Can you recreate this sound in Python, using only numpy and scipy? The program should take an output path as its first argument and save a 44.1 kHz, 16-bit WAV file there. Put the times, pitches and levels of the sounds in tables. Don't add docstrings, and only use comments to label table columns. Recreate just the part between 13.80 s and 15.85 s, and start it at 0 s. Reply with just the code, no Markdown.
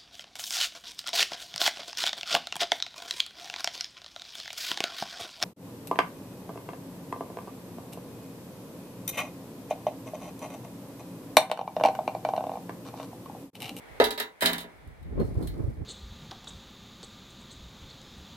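import sys
import numpy as np
from scipy import signal
from scipy.fft import irfft
from scipy.io import wavfile

SR = 44100
rng = np.random.default_rng(int(sys.argv[2]) if len(sys.argv) > 2 else 0)


def wrap_up_sound(samples):
    columns = np.atleast_2d(samples).T
    tamed = np.clip(columns, -1, 1)
    steps = np.round(tamed * 32767).astype(np.int16)
    wavfile.write(sys.argv[1], SR, steps)


N = 90404
TIME = np.arange(N) / SR
RING_SIZE = SR // 2
RING_TIME = TIME[:RING_SIZE]
EDGES_HZ = np.geomspace(20, 17000, 35)
BANDS_HZ = np.sqrt(EDGES_HZ[1:] * EDGES_HZ[:-1])

KNOCK_HZ = [220, 520, 1500, 4000, 11000]
# (time [s], chatter length [s], then a level [dB] for each of KNOCK_HZ)
KNOCKS = [ (0.1999, 0.0028, -25, -17.5, -23.5, -23, -39.5), (0.2135, 0.0061, -37, -18.5, -31, -33.5, -38),
          (0.2406, 0.0049, -42, -26, -34.5, -23, -28), (0.3066, 0.0047, -38.5, -39, -42, -31.5, -34),
          (0.377, 0.015, -45.5, -35, -39.5, -32, -36.5), (0.4003, 0.00058, -41, -35, -33.5, -28.5, -31),
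          (0.6081, 0.014, -54, -51, -33.5, -32.5, -31.5), (0.6208, 0.0086, -27, -21.5, -25, -26, -27.5),
          (0.6524, 0.0052, -25.5, -39, -27.5, -36.5, -34.5), (0.658, 0.0042, -38.5, -25, -30, -16, -24),
          (0.6790, 0.042, -33, -28.5, -28.5, -34, -34.5), (0.732, 0.0018, -31, -57, -37, -31.5, -34.5),
          (0.7818, 0.0031, -41.5, -44.5, -48.5, -35, -37.5), (0.805, 0.013, -69.5, -42, -53, -43.5, -42),
          (0.841, 0.0013, -43.5, -40, -47, -56, -66), (1.0749, 0.001, -72, -62, -72, -69, -63),
          (1.229, 0.00093, -70, -77, -73, -65.5, -67.5), (1.3991, 0.0087, -62, -44.5, -52.5, -58, -56),
          (1.626, 0.0072, -66, -74, -77, -54.5, -51), (1.6728, 0.0036, -81.5, -72, -54.5, -48, -43)]
CHATTER_PER_S, CHATTER_SIZE = 1500, .5
MODE_HZ = [174, 238, 272, 414, 437, 597, 657, 790, 853, 914, 964, 1255, 1418, 1577, 1640, 1700, 1782, 2015,
           2675, 3053, 3166, 3495, 3793, 3848, 3936, 4477, 4590, 8270, 9835, 11142]
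# (level with blade on edge [dB], level with blade flat [dB], fade time [s])
MODES = [(-30, -16, 0.66), (-8, -8, 0.28), (-16, -15.5, 0.42), (-5, -11, 0.25), (-6, -21, 0.34),
         (-3, -9, 0.083), (-18, -8, 0.19), (-15.5, -19, 0.43), (-20.5, -30.5, 0.18), (-8, -36.5, 0.2),
         (-13.5, -14.5, 0.46), (-2.5, -19, 0.096), (-17.5, -19.5, 0.17), (-15.5, -29, 0.21),
         (-19, -20.5, 0.097), (-5.5, -5, 0.173), (-7.5, -12.5, 0.22), (-7, -8, 0.28), (-12.5, -20, 0.16),
         (-20, -10, 0.23), (-10.5, -11, 0.1), (-20, -19, .26), (-9.5, -8, 0.17), (-8, -16, 0.2),
         (-20, -12, 0.12), (-19, -36.5, 0.21), (-17, -21, .1), (-15, -7.5, 0.0417), (-33, -6.5, 0.027),
         (-24, -19, .13)]
LAID_FLAT_S, RISE_CYCLES = .55, 1
GRIPS_S, GRIP_DB_PER_S = [0.51, 0.834], 172.5
# (frequency [Hz], level [dB], fade time [s])
CROWD = [(89.3, -8.5, 0.34), (153, -15.5, 0.4), (241.4, -4.5, 0.32), (510, -7, 0.29), (660, -3, 0.2),
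         (1010, -10, 0.42), (1944, -4, 0.21), (2860, -16.5, 0.19), (3820, -6, 0.16), (4650, -15, 0.13),
         (7800, -25, 0.23), (8540, -17, 0.14), (13100, -15, 0.12), (15800, -22.5, 0.21)]
CROWD_DB, CROWD_GAP_HZ, CROWD_SPREAD_DB = -28.5, 14, 3.2
CLACK_DB, CLACK_T60_S = 1, 0.01
# (frequency [Hz], side minus mid [dB])
STEEL_WIDTH = [(100, -14), (200, -29), (380, -7.5), (700, -5.5), (1290, 2), (2400, 0.5), (15000, -1.5)]
# (frequency [Hz], left minus right [dB])
STEEL_PAN = [(200, 0), (700, -.5), (1300, 0.5), (2400, -3), (4400, -3.5), (9000, -0.5)]
TICK_DB, TICK_T60_S, TICK_HZ = 12.5, 0.0045, 7000
# (time [s], level [dB], pitch [Hz])
THUDS = [(0.2011, 0.5, 486), (.2118, 0, 609)]
THUD_T60_S, THUD_RISE_S, THUD_SKEW_RAD = 0.023, 0.0022, 0.26
# (time [s], level [dB])
PINGS = [(1.399, -53.5), (1.623, -55), (1.674, -49)]
PING_HZ, PING_T60_S = 4224, .25
# (time [s], level [dB])
SLIDE_LEVEL = [(1.385, -99), (1.40, -66.5), (1.46, -62.5), (1.54, -67.5), (1.59, -65), (1.65, -60),
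               (1.72, -66.5), (1.8, -67), (1.92, -68.5), (2.05, -81)]
# (frequency [Hz], level [dB])
SLIDE_SPECTRUM = [(1000, -30), (2500, -12.5), (4200, 7), (6500, -1.5), (9000, 2.5), (11500, 3), (16000, -8)]
GRIT_DB, GRIT_HZ = 2.5, 110

# (time [s], rumble [dB], flutter [dB], left minus right [dB])
GUSTS = [(0, -67, -69, -28), (.13, -49.5, -66, -1), (.27, -60, -77, -18), (.55, -78, -79.5, -4),
         (1.02, -54, -67.5, -0.5), (1.08, -42, -58.5, -7.5), (1.17, -56.5, -68, 2), (1.24, -39, -58, 0),
         (1.37, -31, -39, -2), (1.405, -32, -23.5, 1.5), (1.44, -33, -36.5, -2), (1.545, -34, -48, -1),
         (1.575, -32, -38.5, -2.5), (1.63, -31.5, -33, -4.5), (1.69, -33, -51.5, -1.5),
         (1.76, -36.5, -40.5, -2), (1.785, -37, -38.5, 0.5), (1.89, -35, -44, -2),
         (1.955, -45, -51.5, -2.5), (2.02, -29, -44, -3), (2.05, -45, -54, -6.5)]
# (frequency [Hz], level [dB])
RUMBLE_SPECTRUM = [(20, -25.5), (45, 5.5), (90, -0.5), (150, -6), (250, -22), (500, -42.5), (1000, -76)]
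# (frequency [Hz], level [dB])
FLUTTER_SPECTRUM = [(60, -6), (150, -5.5), (280, 2), (450, -5), (700, -17.5), (1300, -27), (2500, -52),
                    (6000, -65), (16000, -78)]
RUMBLE_DB, FLUTTER_DB, LUMPS_DB, LUMPS_HZ = -0.5, 3, 2.5, 45
# (time [s], level [dB], pitch [Hz], left minus right [dB])
EDDIES = [(1.081, -36, 71, -2), (1.395, -19, 234, 5), (1.419, -14, 250, -8), (1.45, -25, 98, -13),
          (1.576, -16.5, 94.6, -1.5), (1.624, -29, 300, -4), (1.806, -23, 110, -20),
          (1.847, -20.5, 79.4, -14), (1.886, -20, 103, 2)]
EDDY_HALF_CYCLES, EDDY_SKEW_RAD = 0.76, 0.71
# (frequency [Hz], level [dB])
AIR_SPECTRUM = [(30, -7.5), (250, -4), (450, 2.5), (800, 1), (1300, -5.5), (1750, -3.5), (2100, -1),
                (2500, -14), (3100, -12), (6000, -24), (11000, -22), (16000, -29.5)]
# (time [s], level [dB])
AIR_LEVEL = [(0, -51.5), (.17, -49), (.55, -57), (.9, -54.5), (1.15, -57.5), (1.7, -59.5), (2.05, -60)]
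LOW_CUT_HZ, HIGH_CUT_HZ = 34, 15900


def clear_modes():
    hz = np.array(MODE_HZ)
    edge_db, flat_db, t60 = np.transpose(MODES)
    skew = np.arctan(from_db(at_hz(STEEL_WIDTH, hz)[0]))
    stereo = panned(at_hz(STEEL_PAN, hz)[0]) * np.exp(1j * np.array([-skew, skew]))
    rings = np.sqrt(2) * np.exp(2j * np.pi * np.outer(hz, RING_TIME)) * dying(t60) * rising(hz)
    out, last_s = np.zeros((2, N + SR)), 0
    swing = 1e-12 * np.exp(2j * np.pi * rng.random(len(hz)))
    for s, _, *knock_db in KNOCKS:
        swing = swing * np.exp((2j * np.pi * hz - np.log(1000) / t60) * (s - last_s))
        size = knock_strength(hz, knock_db) * from_db(edge_db if s < LAID_FLAT_S else flat_db)
        kick = size * rng.choice([-1j, 1j], len(hz)) * np.exp(1j * np.angle(swing))
        add_ring(out, s, ((stereo * kick) @ rings).real)
        swing, last_s = swing + kick, s
    return out[:, :N]


def crowded_modes():
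    db, t60 = at_hz(CROWD, BANDS_HZ)
    mid, side = split_bands(crowd_tones(size=2 * SR)).transpose(1, 0, 2)
    width = from_db(at_hz(STEEL_WIDTH, BANDS_HZ)[0])[:, None]
    tones = np.array([mid + width * side, mid - width * side]) / np.sqrt(1 + width ** 2)
    envelope = (dying(t60) + from_db(CLACK_DB) * dying(CLACK_T60_S)) * rising(BANDS_HZ)
    stereo = np.sqrt(SR / 2) * from_db(db + CROWD_DB) * panned(at_hz(STEEL_PAN, BANDS_HZ)[0])
    out = np.zeros((2, N + SR))
    for s, chatter_s, *knock_db in KNOCKS:
        start = rng.integers(SR)
        gains = stereo * knock_strength(BANDS_HZ, knock_db)
        ring = np.einsum("cb,cbt,bt->ct", gains, tones[:, :, start:start + RING_SIZE], envelope)
        clank = signal.fftconvolve(ring, chatter(chatter_s)[None], axes=1)
        add_ring(out, s, clank[:, :RING_SIZE])
    return out[:, :N]


def crowd_tones(size):
    step = CROWD_GAP_HZ / (2 * np.sqrt(1000))
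    roots = np.arange(np.sqrt(EDGES_HZ[0]), np.sqrt(EDGES_HZ[-1]), step)
    hz = (roots + step * rng.random(len(roots))) ** 2
    strength = np.sqrt(roots) * from_db(CROWD_SPREAD_DB * rng.standard_normal(len(hz)))
    lines = np.zeros((2, 2, size // 2 + 1), complex)
    lines[..., (hz * size / SR).astype(int)] = strength * np.exp(2j * np.pi * rng.random((2, 2, len(hz))))
    return rms_one(irfft(lines, size))


def chatter(length_s):
    t = TIME[:SR // 10]
    sizes = CHATTER_SIZE * rng.standard_normal(len(t))
    touching = rng.random(len(t)) < CHATTER_PER_S / SR
    force = sizes * touching * np.exp(-t / length_s)
    force[0] = 1
    return force / np.linalg.norm(force)


def knock_strength(hz, knock_db):
    return from_db(np.interp(np.log(hz), np.log(KNOCK_HZ), knock_db))


def rising(hz):
    return 1 - np.exp(-np.outer(hz, RING_TIME) / RISE_CYCLES)


def add_ring(out, s, ring):
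    grip_s = min([g for g in GRIPS_S if g > s], default=np.inf)
    held_s = np.maximum(s + RING_TIME - grip_s, 0)
    start = int(s * SR)
    out[:, start:start + RING_SIZE] += ring * from_db(-GRIP_DB_PER_S * held_s)


def ticks():
    out = np.zeros((2, N + SR))
    bright = signal.butter(2, TICK_HZ, "high", fs=SR, output="sos")
    for s, chatter_s, *knock_db in KNOCKS:
        burst = rng.standard_normal((2, RING_SIZE)) * dying(TICK_T60_S)
        gain = from_db(TICK_DB + knock_db[-1]) / (1 + (chatter_s / TICK_T60_S) ** 2)
        add_ring(out, s, gain * signal.sosfilt(bright, burst + 1e-18))
    return out[:, :N]


def thuds():
    out, skew = np.zeros((2, N)), THUD_SKEW_RAD * np.array([[-1], [1]])
    for s, db, hz in THUDS:
        t = np.maximum(TIME - s, 0)
        envelope = from_db(db - 60 * t / THUD_T60_S) * (1 - np.exp(-t / THUD_RISE_S))
        out += envelope * np.sin(2 * np.pi * hz * t + skew)
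    return out


def pings():
    out = np.zeros((2, N + SR))
    for s, db in PINGS:
        tone = np.sin(2 * np.pi * (PING_HZ * RING_TIME + rng.random((2, 1))))
        add_ring(out, s, from_db(db) * dying(PING_T60_S) * tone)
    return out[:, :N]


def slide():
    rub = from_db(in_time(SLIDE_LEVEL)[0]) * shaped_noise(SLIDE_SPECTRUM)
    grit = rms_one(from_db(GRIT_DB * drift(GRIT_HZ)[0]))
    return rub * grit


def wind():
    rumble_db, flutter_db, pan_db = in_time(GUSTS)
    lumps = rms_one(from_db(LUMPS_DB * drift(LUMPS_HZ)))
    rumble = from_db(rumble_db + RUMBLE_DB) * shaped_noise(RUMBLE_SPECTRUM)
    flutter = from_db(flutter_db + FLUTTER_DB) * shaped_noise(FLUTTER_SPECTRUM) * lumps
    return (rumble + flutter) * panned(pan_db)


def eddies():
    out = np.zeros((2, N))
    for s, db, hz, pan_db in EDDIES:
        cycles = (TIME - s) * hz
        phase = 2 * np.pi * rng.random() + EDDY_SKEW_RAD * rng.choice([-1, 1]) * np.array([[1], [-1]])
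        swell = from_db(db) * np.exp(-(cycles / EDDY_HALF_CYCLES) ** 2)
        out += panned(pan_db)[:, None] * swell * np.cos(2 * np.pi * cycles + phase)
    return out


def air():
    return from_db(in_time(AIR_LEVEL)[0]) * shaped_noise(AIR_SPECTRUM)


def shaped_noise(spectrum):
    bands = split_bands(rng.standard_normal((2, 2, N + SR // 10)))
    gains = from_db(at_hz(spectrum, BANDS_HZ)[0])
    return rms_one(np.tensordot(gains, bands, 1))


def split_bands(pairs):
    filters = [signal.butter(2, EDGES_HZ[k:k + 2], "band", fs=SR, output="sos")
               for k in range(len(BANDS_HZ))]
    return np.array([signal.sosfilt(band, pairs[k % 2])[:, SR // 10:] for k, band in enumerate(filters)])


def drift(hz):
    smooth = signal.butter(2, hz, fs=SR, output="sos")
    return rms_one(signal.sosfilt(smooth, rng.standard_normal((2, N + SR)))[:, SR:])


def dying(t60):
    return from_db(-60 * RING_TIME / np.reshape(t60, (-1, 1)))


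def panned(db):
    gains = from_db(np.array([db, -db]) / 2)
    return gains / np.sqrt(np.mean(gains ** 2, axis=0))


def in_time(rows):
    s, *columns = np.transpose(rows)
    return [np.interp(TIME, s, c) for c in columns]


def at_hz(rows, hz):
    row_hz, *columns = np.transpose(rows)
    return [np.interp(np.log(hz), np.log(row_hz), c) for c in columns]


def from_db(db):
    return 10 ** (np.asarray(db) / 20)


def rms_one(x):
    return x / np.sqrt(np.mean(x ** 2) + 1e-20)


def scene():
    steel = clear_modes() + crowded_modes() + ticks() + thuds() + pings() + slide()
    return steel + wind() + eddies() + air()


def record(dry):
    trimmed = signal.sosfilt(signal.butter(2, LOW_CUT_HZ, "high", fs=SR, output="sos"), dry)
    return signal.sosfilt(signal.ellip(10, .2, 80, HIGH_CUT_HZ, fs=SR, output="sos"), trimmed)


dry = scene()
out = record(dry)
wrap_up_sound(out)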